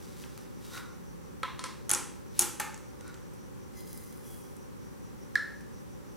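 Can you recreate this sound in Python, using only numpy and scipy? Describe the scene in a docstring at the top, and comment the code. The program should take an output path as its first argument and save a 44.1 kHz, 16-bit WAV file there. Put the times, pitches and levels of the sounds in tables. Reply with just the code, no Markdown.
"""Paint jar and brush handled on a table in a small, bare room. Throughout: low rumble, faint hum, a distant
insect. The jar scrapes over cloth, the brush ticks on it; a faint low tone swells and fades. The brush handle
knocks; plastic jar and lid clatter and snap, thudding on the table; a second jar is set down. One more shove,
light ticks, then bristles rub and squeak. Last, a seal parts with a small hollow pop, and one tick follows.
Each blow rings the modes of the struck object; the walls echo all handling."""
import sys
import numpy as np
from scipy import signal
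from scipy.fft import rfft, irfft, next_fast_len
from scipy.io import wavfile
from scipy.ndimage import uniform_filter1d

SR = 44100
rng = np.random.default_rng(int(sys.argv[2]) if len(sys.argv) > 2 else 0)


def store_pcm(level_fs):
    """Save levels as 16-bit WAV."""
    pcm = np.round(np.clip(level_fs, -1, 1) * 32767).astype(np.int16)
    wavfile.write(sys.argv[1], SR, np.atleast_2d(pcm).T)


N = 271656
TIME_S = np.arange(N) / SR
LEVEL_WINDOW_S = .005  # blow and pop levels: rms with all energy in this window

# room noise: (frequency [Hz], mid density [dB/Hz], side density [dB/Hz])
RUMBLE_SPECTRUM = [(25, -99, -85), (40.8, -87.5, -91.5), (62.4, -80.5, -69.5), (199, -77.5, -69.5),
                   (323, -83, -74), (541, -84.5, -79), (680, -100, -104), (762, -89.5, -87),
                   (1130, -91, -88), (2460, -101, -102), (3830, -105, -107), (7250, -105, -105),
                   (13000, -108, -106), (16700, -111, -106)]
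# hum: (frequency [Hz], level [dB])
HUM_TONES = [(59.5, -69), (375, -66.5), (506, -69), (571, -71)]

# jar shoved over cloth: (peak time [s], rise [s], fall [s], scrape [dB], body [dB])
JAR_SHOVES = [(.04, 0.21, 0.28, -58.5, -84), (.22, 0.12, .13, -56, -82), (.41, 0.23, .16, -61.5, -82),
              (.645, 0.076, 0.33, -56, -78), (.745, .06, 0.034, -56, -50), (.772, 0.042, 0.063, -53, -45.5),
              (2.385, 0.066, 0.054, -50, -78), (3.085, .11, 0.065, -78, -54)]
# rubbed jar and squeaking bristles: (frequency [Hz], width [Hz], gain [dB])
JAR_BODY_PEAKS = [(1125, 55, 1), (1440, 160, 6.5), (1890, 510, -5), (3800, 340, -3.5)]
SQUEAK_OUT_PEAKS = [(2048, 20, 3), (3300, 36, -7), (4140, 32, -2), (5040, 53, 0), (6340, 91, -8),
                    (6940, 57, -3.5)]
SQUEAK_BACK_PEAKS = [(3330, 26, 15), (5500, 190, -24)]
# friction and echo spectra: (frequency [Hz], gain [dB])
SCRAPE_SPECTRUM = [(500, -38), (1200, 0), (4500, 3.5), (7000, 1), (10000, 0), (16000, -6.5)]
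BRISTLE_SPECTRUM = [(2000, -25), (5000, -11), (8000, -7.5), (10500, -1.5), (12500, -6), (13500, -7),
                    (16000, -9)]
WALL_SPECTRUM = [(100, -9.5), (350, 3.5), (680, -7), (900, 6), (1500, 0.5), (3500, -4.5), (6500, -5),
                 (10000, -5), (16000, -4.5)]
# echo decay: (frequency [Hz], T60 [s])
WALL_DECAY = [(200, 0.51), (1700, 0.56), (4000, 0.53), (8000, 0.44), (16000, 0.28)]
# stereo width of the handling: (frequency [Hz], side gain [dB])
SIDE_SPECTRUM = [(100, 7), (380, -17), (700, -17), (1300, -10), (2400, -23), (4400, -13.5), (8100, -6),
                 (11000, -5), (13500, -1)]

# blows: (time [s], level [dB], contact [s], low shelf [dB], treble edge [Hz], room send [dB])
BRUSH_TICKS = [(.2375, -48.5, 0.0021, 24, 8000, -1.5), (.3765, -47.5, 0.00087, 10, 15000, -5),
               (.775, -43, 0.0029, 21, 14000, -1.5), (3.0085, -53, 0.0018, 0, 9000, -4),
               (3.078, -52, 0.001, -7, 9250, -5), (3.1415, -53.5, 0.0025, 3, 8000, 3),
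               (3.336, -61, .002, -2, 14000, 6), (4.565, -57, .003, -11, 15000, -3),
               (5.607, -58, .003, 3, 12000, -5)]
HANDLE_KNOCKS = [(1.4312, -26, 0.0015, -3, 4040, -3.5), (1.5925, -36.5, 0.0015, -6, 9800, 0),
                 (1.6395, -31.5, 0.0014, -4, 11300, 0.5), (1.9135, -40.5, 0.0016, 9, 4430, 0.5),
                 (1.9555, -36, .003, 6, 4400, -4.5)]
JAR_CLICKS = [(1.8935, -27.5, 0.0033, 1.5, 12000, 1), (1.903, -27.5, 0.0018, -6, 6370, -24),
              (1.9133, -20, 0.0021, 0.5, 12100, -2), (1.9312, -34, 0.0014, -13, 13000, -4),
              (1.9348, -22.5, 0.0031, -5.5, 10000, 0.5), (1.9475, -27, .0006, -23, 8050, -9),
              (2.3921, -15.5, 0.0018, -8, 14600, -0.5), (2.410, -26.5, 0.0038, -5, 13000, -10),
              (2.4197, -26.5, 0.0044, -1, 8100, -1.5), (2.7435, -45.5, 0.00064, -22, 7900, -1.5),
              (2.7765, -53, .001, -7, 9400, 2)]
SECOND_JAR_SET_DOWN = [(2.5985, -26.5, 0.0031, -2, 14700, 1)]
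# modes of struck objects: (frequency [Hz], relative energy [dB], T60 [s])
JAR_MODES = [(850, -11.5, 0.067), (1250, -9, .014), (1600, -13.5, 0.0058), (2260, -24, 0.012),
             (3470, -10, 0.022), (5600, -5, 0.0088), (6700, 0, 0.026), (6930, -4.5, 0.013),
             (8470, -1, 0.011), (7770, -5.5, 0.014), (9300, 0.5, 0.0051), (9850, 2.5, 0.01),
             (10390, 5.5, 0.012), (12300, -11, 0.0055), (14200, -11, 0.0062)]
HANDLE_MODES = [(527, -8.5, 0.064), (1027, -0.5, 0.055), (1320, 3, 0.068), (1610, -7.5, 0.021),
                (1930, -5, 0.0083), (1990, -11, 0.016), (2170, -6.5, .008), (3210, -10.5, 0.015),
                (4370, -8, 0.021), (6800, -14, 0.0081), (9840, -8.5, .004)]
TABLE_MODES = [(110, -5.5, 0.032), (168, -5.5, 0.036), (266, -2.5, 0.025), (348, -1, 0.051),
               (486, -6, 0.028), (828, -1.5, 0.051)]
SECOND_JAR_MODES = [(845, 4.5, 0.046), (1240, -0.5, 0.017), (1813, 5, 0.04), (2050, -4, 0.015),
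                    (2700, -14, 0.0095), (3300, -8, 0.032), (4770, -12, 0.0092), (6200, -2, 0.015),
                    (8400, -8, 0.016), (10240, 2, 0.015), (12600, -7, .01)]
# onset cracks: (frequency [Hz], gain [dB])
JAR_CRACK_SPECTRUM = [(150, -9), (700, -7), (1500, -1.5), (2600, -2), (4200, -4.5), (6500, 0.5),
                      (10500, 2.5), (13000, 1.5), (16000, -19)]
HANDLE_CRACK_SPECTRUM = [(300, -36), (700, -2), (1050, -3), (2000, 2.5), (2800, -2), (5000, -2),
                         (10000, -10), (16000, -16)]
SECOND_JAR_CRACK_SPECTRUM = [(200, -11), (800, -7), (2200, 4), (4000, -6.5), (7000, -2), (11000, -6.5),
                             (16000, -14)]
SEAL_CRACK_SPECTRUM = [(600, -55), (1100, -28), (1350, 7), (2200, -2.5), (2700, -13.5), (3500, -4.5),
                       (4200, 2), (4800, -9.5), (5300, 0), (6000, -11.5), (9000, -13), (16000, -28)]
# jar's weight landing on the table: (time [s], peak [dB])
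TABLE_THUDS = [(1.9132, -41), (1.935, -40), (2.3938, -37.5), (2.419, -38)]

# brush strokes: (start [s], hold [s], release [s], hiss [dB], squeak re hiss [dB], direction)
BRUSH_STROKES = [(3.724, 0.038, .04, -56.5, -1.5, "out"), (3.826, 0.1, 0.53, -56.5, -5, "out"),
                 (4.22, 0.061, .28, -57.5, -7, "back")]
# bristle tufts springing free: (time [s], level [dB])
TUFT_FLICKS = [(3.807, -53), (3.875, -51.5), (3.93, -46), (3.9752, -44.5), (4.038, -54), (4.125, -51),
               (4.174, -52), (4.41, -60)]


def undb(db):
    """Decibels to gain."""
    return 10 ** (np.asarray(db) / 20)


def unit(x):
    """Scale each channel to rms 1."""
    return x / np.sqrt(np.mean(x ** 2, axis=-1, keepdims=True))


def curve_at(points, hz):
    """Interpolate (frequency [Hz], value) points over log frequency."""
    points_hz, values = np.transpose(points)
    return np.interp(np.log(hz + 1), np.log(points_hz), values)


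def colour(x, spectrum):
    """Minimum-phase filter through (frequency [Hz], gain [dB]) points."""
    size = next_fast_len(x.shape[-1] // 2 + 2048) * 2
    gain = undb(curve_at(spectrum, np.fft.rfftfreq(size, 1 / SR)))
    cepstrum = irfft(np.log(gain))
    cepstrum[1:size // 2] *= 2
    cepstrum[size // 2 + 1:] = 0
    return irfft(rfft(x, size) * np.exp(rfft(cepstrum)))[..., :x.shape[-1]]


def resonate(x, peaks):
    """Parallel resonators; rms 1."""
    return unit(sum(undb(db) * signal.lfilter(*signal.iirpeak(hz, hz / width_hz, fs=SR), x)
                    for hz, width_hz, db in peaks))


def drift(rate_hz):
    """Smooth random drift, spread near 1."""
    step = int(SR / rate_hz)
    stairs = np.repeat(rng.standard_normal(N // step + 1), step)
    return 1.222 * uniform_filter1d(stairs, step)[:N]


def sine(hz):
    """Sine following a per-sample frequency."""
    return np.sin(2 * np.pi * np.cumsum(hz) / SR)


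def swell(peak_s, rise_s, hold_s, fall_s):
    """Gain reaching 1 at peak_s; rise and fall are times per 20 dB."""
    before = np.maximum(peak_s - TIME_S, 0) / rise_s
    after = np.maximum(TIME_S - peak_s - hold_s, 0) / fall_s
    return undb(-20 * (before + after))


def add(track, time_s, sound):
    """Mix a sound in at time_s."""
    start = int(time_s * SR)
    track[..., start:start + sound.shape[-1]] += sound[..., :N - start]


def room_tone():
    """Steady low rumble and faint wavering hum; mid, side."""
    spectrum = np.array(RUMBLE_SPECTRUM)
    out = np.array([colour(rng.standard_normal(N), spectrum[:, [0, k]]) for k in (1, 2)])
    out *= np.sqrt(SR / 2)
    out[0] += sum(undb(db + 2 * drift(4.3)) * unit(sine(hz + 2.48 * drift(9))) for hz, db in HUM_TONES)
    return out


def insect(hz, width_hz, level_db, chirp_hz, depth_db, side_db):
    """Distant insect: uneven chirps, blurred on the way to a noise band; mid, side."""
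    band = [(hz, width_hz, 0)]
    rasp = resonate(resonate(rng.standard_normal((2, N)), band), band)
    beat = sine(chirp_hz * (1 + .15 * drift(5)))
    chirps = unit(undb(depth_db * beat + 0.84 * drift(10)))
    return rasp * chirps * undb([[level_db], [level_db + side_db]])


def friction(rate_hz, spread_db):
    """Dense tiny slips of uneven size; mid, side."""
    slips = (rng.random((2, N)) < rate_hz / SR) * rng.standard_normal((2, N))
    size_db = spread_db * np.minimum(rng.exponential(size=N), 5)
    return unit(slips * undb(size_db))


def jar_slide(room_db):
    """Jar scrapes over cloth; pressed harder, its body sounds too. Returns direct, room send."""
    slips = friction(rate_hz=7700, spread_db=2.5)
    scrape = unit(colour(slips, SCRAPE_SPECTRUM))
    body = resonate(slips, JAR_BODY_PEAKS)
    out = sum(swell(peak_s, rise_s, 0, fall_s) * (undb(scrape_db) * scrape + undb(body_db) * body)
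              for peak_s, rise_s, fall_s, scrape_db, body_db in JAR_SHOVES)
    return out, undb(room_db) * out[0]


def wall_echoes(send, first_s, build_s, size=32768):
    """Echoes build after the first reflection and decay, treble first; mid, side."""
    t, hz = np.arange(size) / SR, np.fft.rfftfreq(size, 1 / SR)
    noise_bins = rfft(rng.standard_normal((2, size)))
    centres_hz = np.geomspace(200, 16000, 8)
    tail = 0
    for centre_hz, weights in zip(centres_hz, np.eye(len(centres_hz))):
        band = irfft(noise_bins * curve_at(np.c_[centres_hz, weights], hz))
        tail = tail + band * np.exp(-np.log(1000) * t / curve_at(WALL_DECAY, centre_hz))
    tail *= 1 - np.exp(-np.maximum(t - first_s, 0) / build_s)
    tail = colour(tail / np.linalg.norm(tail[0]), WALL_SPECTRUM)
    return signal.fftconvolve(send[None], tail, axes=1)[:, :N]


def ring(modes, t, detune=0):
    """Decaying modes, weighted by energy; neighbours alternate in sign."""
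    return sum((-1) ** k * undb(db) / np.sqrt(t60_s) * np.exp(-np.log(1000) * t / t60_s)
               * np.sin(2 * np.pi * hz * (1 + detune * rng.standard_normal()) * t)
               for k, (hz, db, t60_s) in enumerate(modes))


def blows(events, modes, crack_spectrum, chatter, crack_db, scatter_db, split_hz, size=4096):
    """A push and brief contact chatter ring the modes, with a crack. Returns direct, room send."""
    direct, send, t = np.zeros((2, N)), np.zeros(N), np.arange(size) / SR
    push = signal.unit_impulse(size)
    for time_s, level_db, contact_s, low_db, edge_hz, room_db in events:
        contact = (1 - np.exp(-t / 0.0006)) ** 2 * np.exp(-t / contact_s)
        grit = unit(rng.standard_normal((2, size)) * contact)
        tone = ring(modes, t, detune=0.00207)
        force = chatter * grit / np.sqrt(size) + [push, 0 * push]  # push in mid only
        body = unit(signal.fftconvolve(force, tone[None], axes=1)[:, :size])
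        near = body + undb(crack_db) * unit(colour(grit, crack_spectrum))
        # every face radiates to the walls: an even, dense crack
        far = unit(tone) + undb(scatter_db) * unit(colour(push, crack_spectrum))
        # each blow has its own bass weight and treble edge, from dull knock to bright tick
        tilt = [(split_hz / 2, low_db), (split_hz, 0),
                (max(edge_hz, split_hz + 1), 0), (1.18 * edge_hz, -13)]
        gain = undb(level_db) * np.sqrt(LEVEL_WINDOW_S * SR / size)
        sound = gain * unit(colour(np.vstack([near, far]), tilt))
        add(direct, time_s, sound[:2])
        add(send, time_s, sound[2] * undb(room_db))
    return direct, send


def drone(peak_s, hz, level_db, rise_s, hold_s, fall_s):
    """Faint, slightly unsteady low tone: swells, holds, fades."""
    return undb(level_db) * swell(peak_s, rise_s, hold_s, fall_s) * unit(sine(hz + drift(13)))


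def table_thuds(room_db):
    """Table top booms briefly under the jar's weight. Returns direct, room send."""
    out = np.zeros(N)
    boom = ring(TABLE_MODES, np.arange(SR // 5) / SR)
    for time_s, peak_db in TABLE_THUDS:
        add(out, time_s, undb(peak_db) * boom / np.abs(boom).max())
    return np.array([out, np.zeros(N)]), undb(room_db) * out


def bristle_rub(attack_s, squeak_fade_db_per_s, flutter_db, flick_s, room_db):
    """Bristles slip past each other and squeak, pitch set by direction. Returns direct, room send."""
    slips = friction(rate_hz=12000, spread_db=2.5)
    hiss = unit(colour(slips, BRISTLE_SPECTRUM))
    squeaks = {"out": resonate(slips, SQUEAK_OUT_PEAKS), "back": resonate(slips, SQUEAK_BACK_PEAKS)}
    strokes = 0
    for start_s, hold_s, release_s, hiss_db, squeak_db, direction in BRUSH_STROKES:
        pressure = undb(hiss_db) * swell(start_s + attack_s, attack_s, hold_s, release_s)
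        fade_db = squeak_fade_db_per_s * np.maximum(TIME_S - start_s, 0)  # bristles lie down
        squeak = undb(squeak_db - fade_db) * squeaks[direction]
        strokes = strokes + pressure * (hiss + squeak)
    flicks = sum(undb(db) * swell(time_s, flick_s / 10, 0, flick_s) for time_s, db in TUFT_FLICKS)
    out = strokes * undb(flutter_db * drift(90)) + hiss * flicks
    return out, undb(room_db) * out[0]


def seal_pop(time_s, level_db, hz, glide, glide_s, rise_s, hold_s, t60_s,
             crack_db, scatter_db, room_db, side_db, size=4096):
    """A seal cracks open; inrushing air rings a small hollow, pitch sinking. Returns direct, room send."""
    out, send, t = np.zeros(N), np.zeros(N), np.arange(size) / SR
    attack = (1 - np.exp(-t / rise_s)) ** 2
    decay = np.exp(-np.log(1000) * np.maximum(t - hold_s, 0) / t60_s)
    pitch_hz = hz * (1 + glide * np.exp(-t / glide_s))
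    note = unit(attack * decay * sine(pitch_hz))
    crack = unit(colour(signal.unit_impulse(size, int(rise_s * SR)), SEAL_CRACK_SPECTRUM))
    gain = undb(level_db) * np.sqrt(LEVEL_WINDOW_S * SR / size)
    add(out, time_s, gain * (note + undb(crack_db) * crack))
    add(send, time_s, gain * undb(room_db) * (note + undb(scatter_db) * crack))
    return np.array([out, -undb(side_db) * out]), send  # negative side: to the right


def scene():
    """Handling, echoes and background, mixed as mid and side; returns left, right."""
    sources = [
        jar_slide(room_db=-1.5),
        blows(BRUSH_TICKS, JAR_MODES, JAR_CRACK_SPECTRUM,
              chatter=0.88, crack_db=24, scatter_db=9, split_hz=7600),
        blows(HANDLE_KNOCKS, HANDLE_MODES, HANDLE_CRACK_SPECTRUM,
              chatter=0.71, crack_db=-7.5, scatter_db=7.5, split_hz=4000),
        blows(JAR_CLICKS, JAR_MODES, JAR_CRACK_SPECTRUM,
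              chatter=0.34, crack_db=-4, scatter_db=7, split_hz=4150),
        table_thuds(room_db=6),
        blows(SECOND_JAR_SET_DOWN, SECOND_JAR_MODES, SECOND_JAR_CRACK_SPECTRUM,
              chatter=1.5, crack_db=-5.5, scatter_db=3, split_hz=3900),
        bristle_rub(attack_s=.05, squeak_fade_db_per_s=14, flutter_db=0.5, flick_s=0.0057, room_db=-3),
        seal_pop(time_s=5.355, level_db=-16.5, hz=1686, glide=0.1, glide_s=0.0023,
                 rise_s=0.00046, hold_s=0.0037, t60_s=0.019,
                 crack_db=-16, scatter_db=-8.5, room_db=-5.5, side_db=1)]
    # each source has its own spot, so its own echoes
    handling = sum(direct + wall_echoes(send, first_s=0.00061, build_s=0.00098)
                   for direct, send in sources)
    background = room_tone()
    background += insect(hz=5804, width_hz=630, level_db=-70, chirp_hz=5.6, depth_db=5, side_db=-16)
    mid = background[0] + handling[0]
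    mid += drone(peak_s=1.03, hz=173, level_db=-56, rise_s=.14, hold_s=.22, fall_s=.12)
    side = background[1] + colour(handling[1], SIDE_SPECTRUM)
    return np.array([mid + side, mid - side])


def record(dry):
    """Soft-clip the sharpest peaks, then low-pass steeply."""
    ceiling, cutoff_hz = .8, 16100
    rounded = ceiling * np.tanh(dry / ceiling)
    return signal.sosfilt(signal.ellip(10, .2, 80, cutoff_hz, fs=SR, output="sos"), rounded)


dry = scene()
out = record(dry)
store_pcm(out)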